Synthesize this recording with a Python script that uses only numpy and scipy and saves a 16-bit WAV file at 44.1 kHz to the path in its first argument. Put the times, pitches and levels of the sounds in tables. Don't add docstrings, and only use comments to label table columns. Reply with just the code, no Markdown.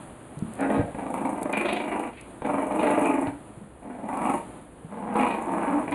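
import sys
import numpy as np
from scipy import signal
from scipy.fft import rfft, irfft
from scipy.io import wavfile
from scipy.ndimage import uniform_filter1d

SR = 44100
rng = np.random.default_rng(int(sys.argv[2]) if len(sys.argv) > 2 else 0)


def unload_wav(signal):
    wavfile.write(
        sys.argv[1],
        SR,
        np.round(np.clip(np.atleast_2d(signal).T, -1, 1) * 32767).astype(np.int16),
    )


N = 261954
TIME = np.arange(N) / SR


def from_db(db):
    return 10 ** (np.asarray(db) / 20)


def rms_one(x):
    return x / np.sqrt(np.mean(x ** 2) + 1e-20)


def envelope(x, seconds):
    size = max(int(seconds * SR), 2)
    power = uniform_filter1d(uniform_filter1d(x ** 2, size), size)
    return np.sqrt(np.abs(power) + 1e-14)


def in_time(rows):
    seconds, *columns = np.transpose(rows)
    return [np.interp(TIME, seconds, column) for column in columns]


def coloured(spectrum):
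    hz, db = np.transpose(spectrum)
    size = 2 ** 18
    f = np.maximum(np.fft.rfftfreq(size, 1 / SR), 1)
    ends = np.minimum(1, np.minimum(f / hz[0], hz[-1] / f)) ** 4
    gain = from_db(np.interp(np.log(f), np.log(hz), db)) * ends
    noise = irfft(gain * rfft(rng.standard_normal(size)))
    return rms_one(noise[:N])


def resonate(x, hz, width_hz):
    r = np.exp(-np.pi * width_hz / SR)
    feed = np.array([1, 0, -1]) * (1 - r * r) / 2
    return signal.lfilter(feed, [1, -2 * r * np.cos(2 * np.pi * hz / SR), r * r], x)


def burst(start, decay_s):
    age = np.maximum(TIME - start, 0)
    rise = np.minimum(age / (decay_s / 10), 1)
    return rise * np.exp(-np.minimum(age / decay_s, 20))


# [dB, relative]
ROOM_COLOUR = [(12, -39), (20, -15), (65, -1.5), (92, -9.5), (184, -19), (394, -14), (463, -5.5),
               (583, -13), (752, -22), (1850, -25.5), (2180, -74), (3540, -44), (5000, -51), (6500, -58),
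               (11000, -120)]
ROOM_DB, HUM_DB, HUM_HZ = -54, -61.5, 58.8


def quiet_room():
    hum = np.sqrt(2) * np.sin(2 * np.pi * HUM_HZ * TIME)
    return from_db(ROOM_DB) * coloured(ROOM_COLOUR) + from_db(HUM_DB) * hum


# [dB, relative]
FIZZ_COLOUR = [(2500, -8), (4200, -62), (5200, -22), (6200, -13), (7200, -8.5), (8200, -6.5), (9500, 1.5),
               (10500, 0.5), (11500, -12), (12300, -40)]


def fizz(crackle_db):
    grain = rms_one(uniform_filter1d(rng.standard_normal(N), size=90))
    return rms_one(from_db(crackle_db * grain) * coloured(FIZZ_COLOUR))


# time_s [s], level_db [dB]
SCUFFLE_LEVEL = [(0, -41), (0.15, -45), (0.32, -45), (0.55, -41.5), (2.2, -48), (2.3, -43.5), (2.4, -46),
                 (3.45, -46), (3.6, -48), (3.75, -51), (4.4, -42), (4.55, -43), (4.7, -49.5), (4.85, -48),
                 (5.94, -44)]
# [dB, relative]
BLANKET_COLOUR = [(71, -12.5), (120, 1.5), (152, -1.5), (183, -1.5), (270, 1), (306, 1.5), (489, -9.5),
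                  (658, -5.5), (1230, -12.5), (1550, -17), (2090, -21), (3280, -25.5), (5000, -34.5),
                  (6500, -50), (11000, -120)]
FIZZ_BESIDE_SCUFFLE_DB = -13


def blanket():
    level = from_db(in_time(SCUFFLE_LEVEL)[0])
    scuffling = level * coloured(BLANKET_COLOUR)
    treble = level * from_db(FIZZ_BESIDE_SCUFFLE_DB) * fizz(crackle_db=1.0)
    return scuffling + treble


# start_s [s], level_db [dB, before shaping], pitch_hz [Hz], fade_s [s to fall 60 dB]
LANDINGS = [(0.37, -26.5, 156, 0.071), (0.423, -12.5, 189, 0.033), (0.449, -34, 220, 0.31),
            (0.777, -23, 155, 0.07), (0.794, -15.5, 120, 0.059), (0.835, -32, 74, 0.071),
            (0.946, -25.5, 141, 0.041), (3.275, -24.5, 131, 0.049), (3.572, -34.5, 149, 0.17),
            (3.611, -35.5, 203, 0.1), (4.846, -27.5, 170, 0.066)]


def thumps():
    total = 0
    for start, db, hz, fade_s in LANDINGS:
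        soft_start = np.clip((TIME - start) / 0.0025, 0, 1)
        tone = 1.18 * np.sin(2 * np.pi * hz * (TIME - start))
        total = total + from_db(db) * burst(start, fade_s / np.log(1000)) * soft_start * tone
    return total


# [dB, before a 1.5 dB cut]
CLAW_TICKS = [(0.390, -37), (0.536, -37), (0.553, -39), (0.607, -30), (1.172, -51), (1.246, -52),
              (1.430, -25), (1.527, -30), (1.732, -31), (2.211, -35), (4.172, -34), (5.142, -39),
              (5.195, -40), (5.911, -34.5)]
# [dB, relative]
SNAP_COLOUR = [(1000, -15), (3000, -16), (5000, -4), (7000, -5), (9000, 2), (11000, 7), (12500, -48)]


def ticks():
    snaps = sum(from_db(db - 1.5) * burst(start, 0.0021) for start, db in CLAW_TICKS)
    return snaps * coloured(SNAP_COLOUR)


# [dB, before a cut]
BOUT_EFFORT = [
    [(0.57, -53), (0.586, -30), (0.626, -24.5), (0.69, -28.5), (0.696, -23.5), (0.8, -24.5), (0.862, -48),
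     (0.882, -35.5), (0.92, -55)],
    [(0.96, -38), (0.962, -35.5), (1.284, -27), (1.32, -32), (1.648, -26.5), (1.91, -33), (1.924, -26),
     (2.072, -31), (2.15, -68)],
    [(2.445, -31), (2.451, -31), (2.479, -25), (2.633, -26.5), (2.645, -30.5), (2.847, -21), (3.071, -23),
     (3.287, -32), (3.35, -66)],
    [(3.83, -40), (3.84, -41), (3.912, -37), (3.94, -43.5), (4.086, -31.5), (4.304, -23), (4.328, -36),
     (4.342, -24.5), (4.45, -54.5)],
    [(4.89, -53), (4.91, -39), (5.146, -28), (5.164, -19.5), (5.448, -31), (5.482, -25.5), (5.798, -25),
     (5.866, -35.5), (5.94, -25)],
]


def bouts(fade_s):
    gate = 0
    for bout in BOUT_EFFORT:
        inside = np.minimum(TIME - bout[0][0], bout[-1][0] - TIME)
        gate = gate + np.clip(inside / fade_s + 1, 0, 1)
    loud_db = in_time([row for bout in BOUT_EFFORT for row in bout])[0]
    return np.minimum(gate, 1), loud_db


# start_s [s], level_db [dB], decay_s [s]
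VOICE_PUSHES = [(0.625, -24.5, 0.0093), (0.699, -21.5, 0.0076), (0.946, -28.5, 0.0086), (0.99, -33, 0.02),
                (1.063, -30.5, 0.008), (1.138, -24, 0.0086), (1.248, -25, 0.017), (1.358, -30.5, 0.013),
                (2.42, -24, 0.0053), (2.446, -21.5, 0.016), (2.717, -26, 0.009), (4.088, -28, 0.0061),
                (4.127, -35.5, 0.0062), (4.916, -49, 0.0071), (5.1568, -19, 0.0053), (5.203, -19.5, 0.014),
                (5.922, -23, 0.0055)]


def pushes():
    return sum(from_db(db) * burst(start, decay_s) for start, db, decay_s in VOICE_PUSHES)


# [dB, thin treble noise beside the growl]
GROWL_ROWS = [(0.61, 21.2, 1.5, 248, -1.5, -7, 1560, -12.5, -33.5),
              (0.953, 26.2, 8.5, 256, -0.5, -1, 1970, -15.5, -23.5),
              (1.385, 25.9, 8, 304, -1, -2.5, 1980, -15.5, -24),
              (1.809, 26.0, 5, 329, -1.5, -1.5, 2220, -7, -25),
              (2.417, 23.5, 4, 262, -2.5, -2.5, 2080, -14.5, -25),
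              (2.837, 27.2, 4.5, 290, -2.5, -4, 1970, -11, -24.5),
              (3.062, 23.8, 2.5, 307, 0.5, -2, 1980, -11, -23),
              (3.863, 22.1, 3.5, 256, 1, -2, 1930, -16.5, -32),
              (4.096, 24.2, 3.5, 254, -3, 0.5, 2000, -14, -23.5),
              (4.929, 19.0, 3, 224, -0.5, -0.5, 1760, -14, -33),
              (5.162, 26.8, 2.5, 276, -4, -0.5, 1950, -14.5, -27),
              (5.484, 19.8, 2.5, 279, -2.5, -1, 1980, -13.5, -28),
              (5.885, 24, 9, 287, 0.5, 0, 2090, -5, -30)]
GLIDE_S = 0.034


def growl_shape():
    rows = np.array(GROWL_ROWS)
    present = np.maximum(np.searchsorted(rows[:, 0], TIME + 0.022) - 1, 0)
    start, rate, *shape = rows[present].T
    return [TIME - start, rate] + [uniform_filter1d(c, int(GLIDE_S * SR)) for c in shape]


# start_s [s], hold_s [s, rise included], snarl_boost_db [dB, below 0 does nothing],
# hiss_db [dB past the teeth], ring_db [dB, ring of the lip gap]; hiss and ring are cut further later
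LIP_MOVES = [(0.726, 0.035, -6, -44, -66), (1.516, 0.085, 12.5, -40.5, -30), (1.65, 0.11, 11, -32, -56),
             (2.788, .11, -4, -41, -46), (3.03, 0.057, -7, -67, -33.5), (4.24, 0.065, -1.5, -56, -47),
             (5.178, 0.16, 3, -43.5, -42)]
LIP_ATTACK_S, LIP_RELEASE_S = 0.0087, 0.044


def lip_curls():
    curls = []
    for start, hold, *_ in LIP_MOVES:
        snap = np.clip((TIME - start) / LIP_ATTACK_S, 0, 1)
        relax = np.exp(-np.clip((TIME - start - hold) / LIP_RELEASE_S, 0, 20))
        curls.append(snap * relax)
    drawn = np.array(curls)
    boost_db, hiss_db, ring_db = np.transpose(LIP_MOVES)[2:]
    boost = (boost_db[:, None] * drawn).max(axis=0)
    return drawn.max(axis=0), boost, from_db(hiss_db) @ drawn, from_db(ring_db) @ drawn


def folds(flap_hz, jitter, air):
    chance = rng.standard_normal((1500, 2))
    at = (np.cumsum(np.exp(jitter * chance[:, 0])) * SR / flap_hz).astype(int)
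    slaps = np.zeros(N)
    slaps[at[at < N]] = from_db(2 * chance[at < N, 1])
    puff_shape = signal.lfilter([1], [1, -np.exp(-1 / (.004 * SR))], slaps)
    puffs = puff_shape * rng.standard_normal(N)
    return rms_one(slaps) + air * rms_one(puffs)


THROB_SKEW = 0.39


def throb(age, rate, depth_db):
    phase = 2 * np.pi * age * rate
    swing = np.cos(phase) - THROB_SKEW * np.sin(2 * phase)
    gain = from_db(uniform_filter1d(depth_db * swing, size=130))
    return gain / envelope(gain, .04)


WANDER_PER_S = 22


def wander():
    return np.interp(TIME * WANDER_PER_S, np.arange(400), rng.standard_normal(400))


def formants(source, modes, centre_hz=None):
    hz, width, db = np.transpose(modes)
    power = from_db(db) ** 2
    mean = np.average(hz, weights=power)
    lean = 0 if centre_hz is None else (centre_hz - mean) / np.var(hz)
    shares = power[:, None] * np.exp(np.outer(hz - mean, lean))
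    y = 0
    for f, w, share in zip(hz, width, shares / shares.sum(axis=0)):
        drive = source * rng.choice([-1, 1], N)
        ringing = resonate(resonate(drive, f, w), f, w)
        y = y + np.sqrt(share) * rms_one(ringing)
    return y / envelope(y, .012)


# [dB, relative]
HISS_COLOUR = [(2500, -4), (3000, -13.5), (3550, -12.5), (4100, -17), (4800, -27.5), (6000, -29.5)]


def teeth_air():
    return coloured(HISS_COLOUR)


# [dB, relative within its table]
CHEST_MODES = [(212.4, 56, -3), (272.5, 57, -0.5), (318, 59.4, -1)]
THROAT_MODES = [(485, 89, -0.1), (602, 88, -5.5), (712.5, 78, -1)]
JAW_MODES = [(861.6, 188, 13), (963, 90, 3), (1105, 220, -3.5), (1193, 180, -3)]
SNARL_MODES = [(1520, 530, 22.3), (1967, 266, 15.3), (2300, 394, 15.7), (2800, 143, 0.5)]
LIP_MODES = [(2416, 200, 10), (2720, 220, -8.5)]
USUAL_EFFORT_DB = -25.5
CHEST_HZ_PER_DB, JAW_HZ_PER_DB = 1.4, 5.5
CHEST_DB_PER_DB, JAW_DB_PER_DB, SNARL_DB_PER_DB, FIZZ_DB_PER_DB = 0.11, 0.1, -0.01, 0.05
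JAW_HZ = 944
LIP_RISE_HZ = 260
CHEST_WANDER_HZ, SNARL_WANDER_HZ, SNARL_WANDER_DB = 9.2, 60, 2.5
FIZZ_SWELL = 1.2


def growls():
    gate, loud_db = bouts(fade_s=0.011)
    age, rate, depth_db, chest_hz, chest_db, jaw_db, snarl_hz, snarl_db, fizz_db = growl_shape()
    drawn, boost_db, hiss_gain, ring_gain = lip_curls()
    strain = loud_db - USUAL_EFFORT_DB
    voice = folds(flap_hz=119.83, jitter=.25, air=0.94)
    flutter = throb(age, rate, depth_db)
    push = pushes()
    effort = np.hypot(gate * from_db(loud_db - 1.5) * flutter, push)

    chest_centre = chest_hz + CHEST_HZ_PER_DB * strain + CHEST_WANDER_HZ * wander()
    chest_gain = from_db(chest_db + CHEST_DB_PER_DB * strain - 3.0)
    chest = chest_gain * formants(voice, CHEST_MODES, chest_centre)

    opening = from_db(jaw_db + JAW_DB_PER_DB * strain)
    closed = np.sqrt(np.clip(1 - opening ** 2, .2, 1))
    throat = from_db(-1.5) * closed * formants(voice, THROAT_MODES)
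    jaw = from_db(-4.0) * opening * formants(voice, JAW_MODES, JAW_HZ + JAW_HZ_PER_DB * strain)

    bite_db = snarl_db + SNARL_DB_PER_DB * strain + boost_db + SNARL_WANDER_DB * wander()
    snarl_centre = snarl_hz + LIP_RISE_HZ * drawn + SNARL_WANDER_HZ * wander()
    rasp = formants(voice, SNARL_MODES, snarl_centre)
    snarl = from_db(bite_db - 4.0) * flutter ** 0.083 * rasp

    hiss = from_db(-6.0) * hiss_gain * teeth_air()
    ring = from_db(-4.0) * ring_gain * formants(voice, LIP_MODES)
    spit = push * from_db(-25) * (teeth_air() + rasp)
    growl = effort * (chest + throat + jaw + snarl) + flutter * (hiss + ring) + spit

    treble_gain = gate * from_db(loud_db + fizz_db + FIZZ_DB_PER_DB * strain - 0.5)
    treble = treble_gain * flutter ** FIZZ_SWELL * fizz(crackle_db=7.5)
    return growl + treble


# start_s [s], level_db [dB], decay_s [s]
CLAW_SCRATCHES = [(2.128, -50.5, 0.035), (2.167, -47, 0.046), (3.271, -33.5, 0.0027), (5.887, -60, 0.007)]
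# [dB, relative]
CLOTH_COLOUR = [(1200, -28), (2200, -3.5), (3200, -15.5), (4500, -25.5)]


def scratches():
    strokes = sum(from_db(db) * burst(start, decay_s) for start, db, decay_s in CLAW_SCRATCHES)
    return strokes * coloured(CLOTH_COLOUR)


# [dB, each on its own]
WALL_MODES = [(201, 29, 2), (271, 17, 2.5), (290.2, 6, 6), (543, 170, -1), (440, 39, 4), (473, 115, -4.5),
              (604, 58, 5), (713, 16, -4.5), (884, 57, -1.5), (900, 18, 3), (960, 7.6, -7), (900, 8, -11.5),
              (1090, 7.3, 6.5), (1133, 5.7, -9)]


def standing_waves(x):
    for hz, width, db in WALL_MODES:
        x = x + (from_db(db) - 1) * resonate(x, hz, width)
    return x


def room(x, t60_s, wet_db):
    hop, age = SR // 4, TIME[:SR // 2]
    padded, out = np.pad(x, (hop, 2 * hop)), np.zeros(N + 5 * hop)
    fade_in_out = np.sin(np.linspace(0, np.pi, 2 * hop))
    for i in range(0, N + hop, hop):
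        tail = rng.standard_normal(len(age)) * from_db(-60 * age / t60_s) * (age > .003)
        piece = padded[i:i + 2 * hop] * fade_in_out
        wet = signal.fftconvolve(piece, tail / np.linalg.norm(tail))
        out[i:i + len(wet)] += wet
    return x + from_db(wet_db) * out[hop:hop + N]


def scene():
    voices = room(standing_waves(growls()), t60_s=0.25, wet_db=-1)
    paws = room(thumps() + scratches(), t60_s=0.28, wet_db=-3.5) + ticks()
    return (voices + paws + blanket() + quiet_room())[None]


# pitch_hz [Hz], width_hz [Hz]
TREBLE_HOLLOWS = [(5512, 2940), (11025, 720)]
CUTOFF_HZ = 12300


def record(dry):
    x = dry[0]
    for hz, width in TREBLE_HOLLOWS:
        x = signal.lfilter(*signal.iirnotch(hz, hz / width, fs=SR), x)
    low_top = signal.ellip(10, .2, 80, CUTOFF_HZ, fs=SR, output="sos")
    return signal.sosfilt(low_top, x)[None]


dry = scene()
out = record(dry)
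unload_wav(out)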